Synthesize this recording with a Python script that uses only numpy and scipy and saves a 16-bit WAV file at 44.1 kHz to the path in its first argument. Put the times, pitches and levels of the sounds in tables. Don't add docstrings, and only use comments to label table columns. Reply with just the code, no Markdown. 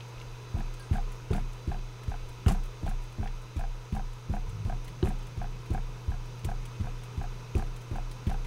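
import sys
import numpy as np
from scipy import signal
from scipy.fft import rfft, irfft, next_fast_len
from scipy.io import wavfile
from scipy.ndimage import uniform_filter1d

SR = 44100
rng = np.random.default_rng(int(sys.argv[2]) if len(sys.argv) > 2 else 0)


def level_to_linear(level):
    exponent = np.asarray(level, float) / 20
    return 10 ** exponent


def int16_out(signal):
    q = np.round(np.clip(np.atleast_2d(signal).T, -1, 1) * 32767)
    wavfile.write(sys.argv[1], SR, q.astype(np.int16))


N = 373086

# (time [s], thump level [dB], rustle level [dB], sway level [dB])
DAB_EVENTS = [(0.541, -22.5, -39, -28), (0.9097, -18.5, -29.5, -25.5), (1.304, -21.5, -24, -26),
              (1.674, -22, -32.5, -29), (2.077, -22, -38, -31.5), (2.462, -12, -18, -23.5),
              (2.838, -28, -33, -25), (3.191, -22, -37, -29), (3.5644, -21.5, -33, -27),
              (3.9231, -23.5, -30.5, -28.5), (4.295, -19, -34, -30), (4.648, -26, -30, -28),
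              (5.0269, -18.5, -28.5, -27), (5.372, -27.5, -47, -30), (5.7025, -22, -33, -27),
              (6.077, -22, -41, -30.5), (6.449, -27.5, -39, -28), (6.8068, -26, -36, -30.5),
              (7.1742, -24.5, -52, -30.5), (7.5496, -19, -28.5, -28), (7.911, -31.5, -38, -27.5),
              (8.2673, -20.5, -29.5, -25.5)]
# (upper desk modes [dB], lingering desk [dB], bracket level [dB], bracket pitch [Hz])
DAB_LANDINGS = [(0, -8, -37, 208), (0.5, -7, -36, 215), (-8, 0, -35, 220), (1, -5, -46, 195),
                (-3, -11, -46, 205), (0.5, -3, -29, 180), (-5, 3, -37, 170), (-5, -2, -41, 215),
                (-9, -9, -42, 204), (0.5, -3, -38.5, 200), (-3, -9, -38, 203), (-3, 0, -48, 240),
                (1.5, -2, -35, 196), (-4, -4, -37.5, 180), (-1, 1, -37.5, 120), (-19, 0, -42, 189),
                (-12, 3, -43, 205), (-2, 0, -51, 200), (-2, -2.5, -44, 170), (-9, -1.5, -35.5, 205),
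                (3, 3, -52, 193), (2, -5, -50, 206)]
# (time [s], level [dB], hardness of the upper modes [dB], tick level [dB])
FIRST_TOUCHES = [(0.537, -36, -18, -62), (0.91, -34, -7, -57), (1.303, -28.5, -1.5, -69),
                 (1.676, -38.5, 0.5, -51), (2.078, -44, -7, -52), (2.463, -28, -4, -44),
                 (2.823, -33, -21, -66), (3.181, -36, -5, -62), (3.558, -37.5, -15, -47),
                 (3.92, -35.5, -14, -49), (4.291, -36, -14, -64), (4.649, -39.5, -10, -50),
                 (5.025, -30.5, 4.5, -57), (5.368, -45, -20, -51), (5.704, -33, -3.5, -47.5),
                 (6.074, -43, -9, -57), (6.44, -40, -3, -54), (6.802, -39, -22, -51),
                 (7.172, -42, -17, -52), (7.55, -35, 7, -60), (7.909, -37.5, -11, -51),
                 (8.267, -35, -5, -45.5)]
# (time [s], level [dB])
OUTWARD_KNOCKS = [(0.586, -44), (.953, -31.5), (1.347, -32.5), (1.716, -30.5), (2.117, -34.5),
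                  (2.508, -29.5), (2.877, -31.5), (3.229, -33), (3.61, -36.5), (3.965, -31.5),
                  (4.337, -31.5), (4.697, -31), (5.071, -33), (5.415, -32.5), (5.747, -27), (6.118, -39),
                  (6.488, -31.5), (6.843, -45), (7.213, -35), (7.595, -31.5), (7.956, -33), (8.313, -29)]


def evened(x):
    return x / np.sqrt(np.mean(x ** 2) + 1e-20)


def read(points, hz):
    f, value = np.transpose(points)
    return np.interp(np.log(hz + 1), np.log(f + 1), value)


def over_time(points):
    return np.interp(np.arange(N) / SR, *np.transpose(points))


def add(mix, s, sound):
    part = mix[round(s * SR):][:len(sound)]
    part += sound[:len(part)]


def ring(modes, seconds, lead, rise, scatter_db, spread):
    t = np.arange(round(seconds * SR)) / SR
    out = np.zeros(len(t))
    sign = -1
    for hz, db, t60 in modes:
        level_luck, pitch_luck = rng.standard_normal(2)
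        decay = level_to_linear(db + scatter_db * level_luck - 60 * t / t60)
        out += sign * decay * np.sin(2 * np.pi * hz * (1 + spread * pitch_luck) * t + lead)
        sign = -sign
    return out * (1 - np.exp(-t / rise))


def band(x, lo_hz, hi_hz):
    return signal.sosfilt(signal.butter(2, [lo_hz, hi_hz], "band", fs=SR, output="sos"), x)


def resonate(x, hz, width):
    return signal.lfilter(*signal.iirpeak(hz, hz / width, SR), x)


def body(x, modes):
    out = np.zeros(len(x))
    for hz, db, width in modes:
        out += level_to_linear(db) * resonate(resonate(x, hz, width), hz, 3 * width)
    return evened(out)


def drift(rate, count=20):
    t = np.arange(0, N + 256, 256) / SR
    slow = sum(np.sin(2 * np.pi * (f * t + rng.random())) / np.sqrt(f) for f in np.geomspace(.1, rate, count))
    return np.interp(np.arange(N) / SR, t, evened(slow))


def noise(shape_db, size, patchy_db):
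    frames, hz = 4 * N // size + 5, np.fft.rfftfreq(size, 1 / SR)
    real, imaginary, patches = rng.standard_normal((frames, len(hz), 3)).T
    patches = uniform_filter1d(patches, size=10, axis=0)
    patches = evened(uniform_filter1d(patches, size=8, axis=1))
    level = level_to_linear(shape_db(hz)[:, None] + patchy_db * patches)
    spectra = (real + 1j * imaginary) * level
    return evened(signal.istft(spectra, nperseg=size, noverlap=3 * size // 4)[1][:N])


def hum():
    # (time [s], level [dB])
    load = [
        (0, 1),
        (1, -.3),
        (4.1, 0),
        (5.3, 1),
        (6.5, 2),
        (8.46, 1.5),
    ]
    level_db = -45.5 + over_time(load) + .6 * drift(7)
    return np.sqrt(2) * level_to_linear(level_db) * np.sin(2 * np.pi * 120.2 * np.arange(N) / SR)


def fan():
    # (frequency [Hz], spectral density [dB])
    air_shape = [(100, -21), (175, 3.5), (246, -8.5), (467, -2), (722, -6.5), (977, 0.5), (1140, -6.5),
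                 (1270, -4), (1890, -12), (2560, -6.5), (4260, -15.5), (6220, -15.5), (7240, -22.5),
                 (10000, -25.5), (15800, -30)]
    # (frequency [Hz], width [Hz], level [dB])
    air_resonances = [(338, 122, 7.5), (454.2, 46, 11), (990, 57, 3.5), (1267, 180, 4), (2534, 35, 5.5),
                      (3233, 61, -13), (6390, 280, 3.5),
                      (680, 36, 3.5), (1480, 74, 2.5), (2040, 120, 3.5), (2260, 66, 4.5), (2325, 50, -7),
               (2900, 120, -5), (3050, 97, 4), (3250, 50, 1), (3710, 280, 3.5), (4250, 72, 4),
               (4320, 300, -2), (4430, 50, 5), (4750, 64, 3.5), (5020, 120, 4.5), (5200, 200, -0.5),
               (5620, 160, 4), (6000, 54, 5.5), (6260, 60, 6), (6710, 220, 5), (7100, 200, -2),
               (7300, 80, 4.5), (7360, 100, -2.5), (7930, 500, 2), (8650, 150, 2)]
    # (frequency [Hz], spectral density [dB])
    rumble_shape = [(12, -30), (22, -2), (32, 0), (55, -10), (90, -13), (170, -19), (200, -40), (400, -90)]
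    # (frequency [Hz], level [dB])
    whines = [(3461, -79), (3994, -72.5), (4662, -79), (4808, -83), (5184, -83), (5717, -81), (6132, -83)]
    # (time [s], frequency [Hz])
    motor = [(0, 3985), (.8, 3997), (1.25, 3975), (1.7, 3996), (3.5, 3985), (4.1, 3992), (4.5, 4025),
             (4.9, 3998), (5.55, 3990), (5.9, 4018), (6.4, 3995), (6.9, 4020), (7.1, 3985), (7.7, 4000),
             (7.95, 4015), (8.46, 3980)]
    # (time [s], level [dB])
    whine_load = [(0, 0.5), (.9, 3), (1.25, -6), (1.6, 2.5), (2.8, 1), (3.2, -0.5), (4.1, 0), (4.5, 0),
                  (5.301, 2), (5.9, -0.5), (6.3, 1.5), (6.9, -3), (7.4, 2), (7.9, -1), (8.46, -1)]

    def air_db(hz):
        peaks = sum(db / (1 + (2 * (hz - f) / width) ** 2) for f, width, db in air_resonances)
        return read(air_shape, hz) + peaks

    air = noise(air_db, size=1024, patchy_db=.6)
    rumble = noise(lambda hz: read(rumble_shape, hz), size=4096, patchy_db=4.0)
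    speed = uniform_filter1d(over_time(motor), size=4000) / whines[1][0]
    turns = np.cumsum(speed * (1 + .0014 * drift(15))) / SR
    whine = np.zeros(N)
    for hz, db in whines:
        whine += np.sqrt(2) * level_to_linear(db + 1.5 + 1.2 * drift(25)) * np.sin(2 * np.pi * hz * turns)
    return level_to_linear(-51 + 0.48 * drift(8.8)) * air + level_to_linear(-52) * rumble + level_to_linear(over_time(whine_load)) * whine


def clacks():
    # (time [s], level [dB], frequency [Hz], t60 [s])
    clack_events = [(.006, -43, 3240, 0.018), (0.802, -53.5, 4420, 0.081), (0.2, -44, 3700, .012),
                    (0.18, -47, 2500, .02), (0.214, -42.5, 2400, 0.014), (.214, -46, 3000, .012),
                    (0.73, -50, 1300, .03), (0.797, -63, 9800, 0.26), (.82, -64, 8700, 0.3),
                    (.797, -62, 12500, .04), (1.3033, -46, 2530, .015), (1.2, -40, 1400, .012),
                    (2.462, -33, 1400, .015), (8.2, -36, 1100, .01), (1.331, -44, 3400, .022),
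                    (1.332, -36, 1300, 0.024), (.934, -47, 1900, .035), (.957, -40, 1520, .03),
                    (1.33, -46, 2400, .05), (1.354, -45, 1480, 0.037), (1.394, -47, 2500, 0.027),
                    (2.0327, -46, 2030, 0.015), (2.4623, -36.5, 2500, 0.021), (2.485, -39, 4100, .02),
                    (2.508, -36, 1600, 0.022), (2.497, -37, 1900, .02), (2.516, -37, 1400, 0.014),
                    (2.879, -45, 2800, .012), (3.274, -49, 4600, 0.011), (2.491, -49, 6700, 0.093),
                    (2.878, -47, 1360, 0.06), (3.273, -37, 1900, 0.023), (3.277, -49, 3500, 0.022),
                    (5.028, -30, 1160, 0.021), (5.076, -44, 2200, .015), (1.362, -46, 2500, .025),
                    (5.056, -46, 2300, .025), (5.072, -46, 2030, .03), (5.66, -47.5, 2480, 0.022),
                    (6.4467, -38, 2340, 0.012), (6.4455, -40.5, 4000, 0.0092), (6.446, -44, 13500, .005),
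                    (6.807, -49, 2800, .015), (7.551, -41.5, 2400, .02), (7.58, -51, 4600, .03),
                    (7.81, -51, 2660, .02), (8.113, -51, 4500, 0.037), (8.2666, -47, 2260, 0.018)]
    out, t = np.zeros(N), np.arange(5000) / SR
    for s, db, hz, t60 in clack_events:
        spread = 1 + min(.35, hz * 1.5e-6 / t60)
        puff = evened(band(rng.standard_normal(len(t)), hz / spread, hz * spread))
        add(out, s, level_to_linear(db + 1.0 - 60 * t / t60) * puff)
    return out


def ticks():
    # (time [s], level [dB], middle band [dB])
    peels = [(.0792, -55, -4), (.737, -45.5, -1), (1.117, -45.5, 2), (1.15, -55, 3), (1.5289, -47, -2),
             (2.2872, -45, 0), (2.6339, -47, 1), (2.654, -48, 0), (3.0195, -53, 6), (3.034, -50, -13),
             (3.4151, -50, -4), (4.1305, -49, -4), (4.4917, -45, 0), (4.844, -45, 0), (4.877, -44.5, 7.5),
             (5.1861, -51, 3), (5.225, -53, 6), (5.266, -49, 6), (6.2547, -52, 1), (6.6527, -42, 1.5),
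             (7.0335, -44, 3), (7.7608, -46, 1), (7.812, -49, -6), (8.1117, -42, -2), (8.445, -47, 6.5)]
    # (time [s], level [dB], middle band [dB])
    last_snaps = [(.2165, -52, 0), (.795, -48, 3), (1.3952, -54, 4), (1.484, -55, -6), (1.6257, -56, 10),
                  (1.7873, -55, 12), (2.0333, -45, 2), (3.1243, -52, 4), (3.6825, -55, -5), (5.659, -50, 6),
                  (6.3914, -49, 6), (6.447, -32, -3), (7.5512, -41, -11)]
    # (time [s], level [dB], middle band [dB])
    squelches = [(.5776, -52, 9), (.5945, -52, -4), (.9263, -50, 11), (.95, -49, 0), (.964, -49, 7),
                 (1.3316, -42, 1), (1.36, -44, -8), (2.0931, -51, 1), (2.4795, -33.5, 0),
                 (2.5165, -38, -11), (2.8605, -48, 6), (2.8893, -41, -2), (3.2395, -51, 6), (3.591, -47, 0),
                 (3.9474, -47, 2), (4.3196, -57, -2), (4.3455, -49, 0), (4.6778, -56, 0), (5.053, -46, 3),
                 (5.0833, -42.5, -2), (5.425, -55, -2), (5.7304, -46, 0), (6.103, -53, 5), (6.4971, -49, 3),
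                 (7.224, -52, -6), (7.5765, -43, -1), (7.9563, -48, 5), (8.293, -47, 6), (8.324, -49, -12),
                 (8.3754, -58, -1)]
    touches = [(dab[0], touch[3], 8) for dab, touch in zip(DAB_EVENTS, FIRST_TOUCHES)]
    strays_per_s, stray_db = 14, -66
    strays = []
    for _ in range(round(strays_per_s * N / SR)):
        strays.append((rng.random() * N / SR, stray_db + 8.0 * rng.random(), 0))

    bright, middle, t = np.zeros(N), np.zeros(N), np.arange(4000) / SR
    kinds = [(touches, .022), (squelches, .03), (peels, .026), (last_snaps, .017), (strays, .017)]
    for events, t60 in kinds:
        decay = level_to_linear(-60 * t / t60) + level_to_linear(-20 - 15 * t / t60)
        shape = decay * (1 - np.exp(-t / (.35 * t60)))
        for s, db, middle_db in events:
            crackle_db = 2.0 * rng.exponential(1, len(t))
            burst = shape * evened(rng.standard_normal(len(t)) * level_to_linear(crackle_db))
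            add(bright, s, level_to_linear(db) * burst)
            add(middle, s, level_to_linear(db + middle_db) * burst)
    high = level_to_linear(10.0) * band(bright, 5900, 11940)
    fizz = level_to_linear(8.0) * band(bright, 8660, 21000)
    return high + fizz + level_to_linear(14.5) * band(middle, 1800, 3660)


def dabs():
    # (time [s], thump level [dB], rustle level [dB], sway level [dB])
    faint = [
        (0.142, -51, -54, -43),
        (2.823, -37, -59, -45),
        (3.183, -29.5, -59, -42),
        (4.288, -32, -59, -37),
        (6.438, -38, -59, -45),
        (6.797, -28.5, -59, -42),
        (7.923, -40, -59, -41),
    ]
    # (frequency [Hz], level [dB], t60 [s]); neighbours swing in opposite directions
    desk_main = [(57, 3, .107), (86, 7.5, .067)]
    # (frequency [Hz], level [dB], t60 [s])
    desk_upper = [(158, -9, .1), (177, -15, .11), (190, 5, .03)]
    # (frequency [Hz], level [dB], t60 [s])
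    desk_tail = [(61.6, -11, 0.41), (98.6, -6, 0.23)]
    # (frequency [Hz], level [dB], t60 [s])
    arm = [(28.6, -1.4, .63), (32.26, 3.6, .54), (33.2, -5.2, .76)]
    out = np.zeros(N)
    landings = [row[:2] for row in DAB_LANDINGS] + [(2.5, 0)] * len(faint)
    for (s, thump_db, _, sway_db), (sharp_db, linger_db) in zip(DAB_EVENTS + faint, landings):
        desk = desk_main + [(hz, db + sharp_db, t60) for hz, db, t60 in desk_upper]
        thump = ring(desk, .3, lead=.54, rise=.005, scatter_db=1, spread=.03)
        linger = ring(desk_tail, .4, lead=0, rise=.02, scatter_db=1, spread=.04)
        sway = ring(arm, .8, lead=2.17, rise=.004, scatter_db=0, spread=0)
        add(out, s, level_to_linear(thump_db - 1) * thump)
        add(out, s, level_to_linear(thump_db + linger_db) * linger)
        add(out, s, level_to_linear(sway_db + 6.3) * sway)
    return out


def pings():
    # (time [s], level [dB], frequency [Hz], t60 [s])
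    edge_clicks = [(1.3305, -45, 4630, 0.056), (2.4815, -30.5, 2950, 0.018), (2.482, -39.5, 5080, .03),
                   (2.4845, -22, 1110, 0.0096), (5.0278, -30, 3000, 0.01), (5.0278, -30, 3900, 0.0096),
                   (5.0278, -33, 1600, .012), (.797, -52, 9900, .03), (8.2668, -43, 3500, .008),
                   (.2155, -45, 3300, .008)]
    # (frequency ratio, level [dB])
    squeak_parts = [(1, -53.5), (.64, -59)]
    out = np.zeros(N)
    for s, db, hz, t60 in edge_clicks:
        add(out, s, ring([(hz, db, t60)], .08, lead=0, rise=0.00037, scatter_db=0.5, spread=0))
    squeak_s, length_s, squeak_hz, arch_hz = .794, .08, 1520, 100
    arch = np.sin(np.pi * np.sqrt(np.arange(0, 1, 1 / (SR * length_s))))
    turns = np.cumsum(squeak_hz + arch_hz * arch) / SR
    squeak = sum(level_to_linear(db) * np.sin(2 * np.pi * ratio * turns) for ratio, db in squeak_parts)
    add(out, squeak_s, np.sqrt(arch) * squeak)
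    return out


def case_strikes():
    # (level [dB], level [dB], level [dB])
    strike_levels = [(-55, -51, -57), (-50, -31, -49), (-38, -31, -30.5), (-43, -35, -43), (-58, -45, -52),
                     (-47, -49, -37), (-39, -37, -46), (-39, -43, -42), (-52, -43, -50), (-52, -48, -52),
                     (-52, -40, -49), (-55, -49, -50), (-42, -20.5, -33), (-57, -51, -50),
                     (-43, -27.5, -48), (-58, -49, -55), (-47, -36, -44), (-43, -49, -56), (-50, -48, -45),
                     (-26.5, -33, -34), (-46, -35, -53), (-43, -40, -51)]
    # (frequency [Hz], t60 [s])
    case_modes = [(263, 0.056), (331, 0.06), (420, 0.048)]
    out = np.zeros(N)
    for dab, levels in zip(DAB_EVENTS, strike_levels):
        modes = [(hz, db, t60) for (hz, t60), db in zip(case_modes, levels)]
        add(out, dab[0] - .0005, ring(modes, .12, lead=0, rise=.002, scatter_db=0, spread=.02))
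    return out


def chatter():
    # (frequency [Hz], level [dB], width [Hz])
    soft_case = [(142.4, 3.5, 51), (199, 0.5, 17.5), (269, -6, 39)]
    # (frequency [Hz], level [dB], width [Hz])
    hard_case = [(320, 11.5, 56), (365, 5, 23), (424, 5, 11)]
    # (frequency [Hz], spectral density [dB])
    rustle_shape = [(300, -24), (600, 4), (1000, 5.5), (1800, -4), (3000, -7.5), (5000, -13.5),
                    (8000, -13.5), (12000, -17.5), (15500, -30)]
    case, rustle, t = np.zeros(N), np.zeros(N), np.arange(9000) / SR
    for (touch_s, db, hard_db, _), (_, _, rustle_db, _) in zip(FIRST_TOUCHES, DAB_EVENTS):
        s = touch_s + .003
        shake = rng.standard_normal((3, len(t)))
        bumps = level_to_linear(2.5 * evened(uniform_filter1d(shake[0], size=200)))
        jolts = (1 + 2.0 * np.exp(-t / 0.00046)) * bumps * shake[1]
        add(case, s, level_to_linear(db) * body(jolts * level_to_linear(-60 * t / 0.3), soft_case))
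        add(case, s, level_to_linear(db + hard_db - 8.5) * body(jolts * level_to_linear(-60 * t / 0.13), hard_case))
        swell = t / 0.033
        add(rustle, s, level_to_linear(rustle_db - 60 * t / 0.16) * swell * bumps ** 1.8 * shake[2])
    size = next_fast_len(N)
    colour = level_to_linear(read(rustle_shape, np.fft.rfftfreq(size, 1 / SR)))
    return level_to_linear(-8.5) * case + level_to_linear(-3.5) * irfft(rfft(rustle, size) * colour, size)[:N]


def bracket():
    out = np.zeros(N)
    lag_s, t60, again_db = 0.01802, 0.2, -1
    ratio, partner_db = 1.1, -8
    for dab, knock, (_, _, db, hz) in zip(DAB_EVENTS, OUTWARD_KNOCKS, DAB_LANDINGS):
        pair = [(hz, db, t60), (ratio * hz, db + partner_db, t60)]
        add(out, dab[0] + lag_s, ring(pair, .25, lead=0, rise=.008, scatter_db=0, spread=0))
        again = ring(pair, .25, lead=0, rise=.004, scatter_db=1, spread=.02)
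        add(out, knock[0], level_to_linear(again_db) * again)
    return out


def rattles():
    # (time [s], level [dB])
    jump_knocks = [(.567, -38.5), (.937, -41), (.964, -35), (.993, -38), (1.336, -42), (1.36, -45),
                   (1.371, -42), (1.323, -38), (2.462, -36), (2.484, -31), (2.566, -42), (2.864, -33),
                   (3.592, -36), (3.948, -38), (4.677, -53), (5.027, -44), (5.056, -36), (5.112, -38),
                   (5.124, -47), (5.735, -42), (6.47, -50), (7.57, -40), (7.583, -40), (8.296, -36)]
    # (time [s], level [dB])
    back_knocks = [(.605, -38.5), (.982, -30.5), (1.38, -34), (1.744, -36), (2.14, -38), (2.546, -36.5),
                   (2.912, -38), (3.258, -34), (3.638, -33), (3.994, -34), (4.366, -33), (4.724, -34.5),
                   (5.104, -37), (5.442, -35), (5.777, -34.5), (6.14, -44), (6.515, -32.5), (6.869, -38),
                   (7.239, -34), (7.623, -35.5), (7.983, -33.5), (8.342, -34)]
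    # (frequency [Hz], level [dB], t60 [s])
    loose_modes = [(734.6, 3, .06), (1600, 3.5, 0.013), (2410, 1.5, 0.0063), (1003, -4.5, 0.026),
                   (1260, -11, 0.0066)]
    low_hz, low_db, _ = loose_modes[0]
    twin_ratio, twin_db, twin_share = 1.11, -6, .7
    out = np.zeros(N)
    for knocks, usual_db in ((OUTWARD_KNOCKS, -3.5), (back_knocks, -4.5), (jump_knocks, -18)):
        for s, db in knocks:
            force_db = np.clip(db + 31.5, -9, 9)
            t60 = 0.038 * np.exp(-0.0033 * force_db)
            upper_db = usual_db - 0.74 * force_db
            modes = [(low_hz, low_db, t60), (low_hz * twin_ratio, low_db + twin_db, t60 * twin_share)]
            modes += [(hz, own_db + upper_db, fade) for hz, own_db, fade in loose_modes[1:]]
            knock = ring(modes, .1, lead=0, rise=.0014, scatter_db=.7, spread=.025)
            rebound = ring(modes, .1, lead=0, rise=.002, scatter_db=1, spread=.03)
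            add(out, s, level_to_linear(db + 1) * knock)
            add(out, s + rng.uniform(.005, .011), level_to_linear(db - 7) * rebound)
    return out


def drone():
    # (time [s], level [dB])
    swell = [
        (0, -95),
        (4.2, -76),
        (4.6, -53.5),
        (5.3, -53),
        (6, -56),
        (6.6, -54),
        (7.6, -59),
        (8.46, -53),
    ]
    rush = rng.standard_normal(N)
    low = band(band(rush, 128.4, 173), 128.4, 173)
    upper = band(band(rush, 214, 338), 214, 338)
    return level_to_linear(over_time(swell)) * (evened(low) + level_to_linear(-9) * evened(upper))


def shudder():
    # (time [s], level [dB], frequency [Hz])
    slips = [
        (4.462, -31, 99),
        (4.679, -36, 120),
        (4.697, -32, 112),
        (4.72, -38, 126),
    ]
    # (frequency ratio, level [dB], t60 [s])
    partners = [(1.54, -5, 0.076), (0.57, 0, 0.13)]
    out = np.zeros(N)
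    for s, db, hz in slips:
        modes = [(hz, 0, 0.18)] + [(hz * ratio, own_db, t60) for ratio, own_db, t60 in partners]
        add(out, s, level_to_linear(db) * ring(modes, .2, lead=np.pi, rise=0.0039, scatter_db=1, spread=.02))
    drag_s, length_s, drag_hz, drag_db = 4.4646, .28, 104, -34.5
    t = np.arange(0, length_s, 1 / SR)
    judder = np.sin(2 * np.pi * drag_hz * t)
    for ratio, _, _ in partners:
        judder += level_to_linear(-11) * np.sin(2 * np.pi * ratio * drag_hz * t)
    add(out, drag_s, level_to_linear(drag_db) * np.sin(np.pi * t / length_s) * judder)
    return out


def room(x, t60=0.12):
    at = np.arange(200, SR // 2, 20)
    taps = np.zeros(SR // 2 + 20)
    signs = rng.choice([-1., 1.], len(at))
    taps[at + rng.integers(0, 20, len(at))] = signs * level_to_linear(-60 * at / SR / t60)
    return signal.oaconvolve(x, taps / np.linalg.norm(taps))[:N]


def scene():
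    clicks = clacks() + ticks() + bracket() + rattles()
    airborne = clicks + level_to_linear(-15.0) * room(clicks)
    background = hum() + fan() + drone()
    contacts = dabs() + pings() + case_strikes() + chatter() + shudder()
    return (background + airborne + contacts)[None]


def roll_off(x):
    return signal.sosfilt(signal.butter(12, 16510, fs=SR, output="sos"), x)


def record(dry):
    low_pass = signal.firwin(2047, 15800, window=("kaiser", 9), fs=SR)
    limited = signal.oaconvolve(dry, low_pass[None], "same")
    return roll_off(limited)


dry = scene()
out = record(dry)
int16_out(out)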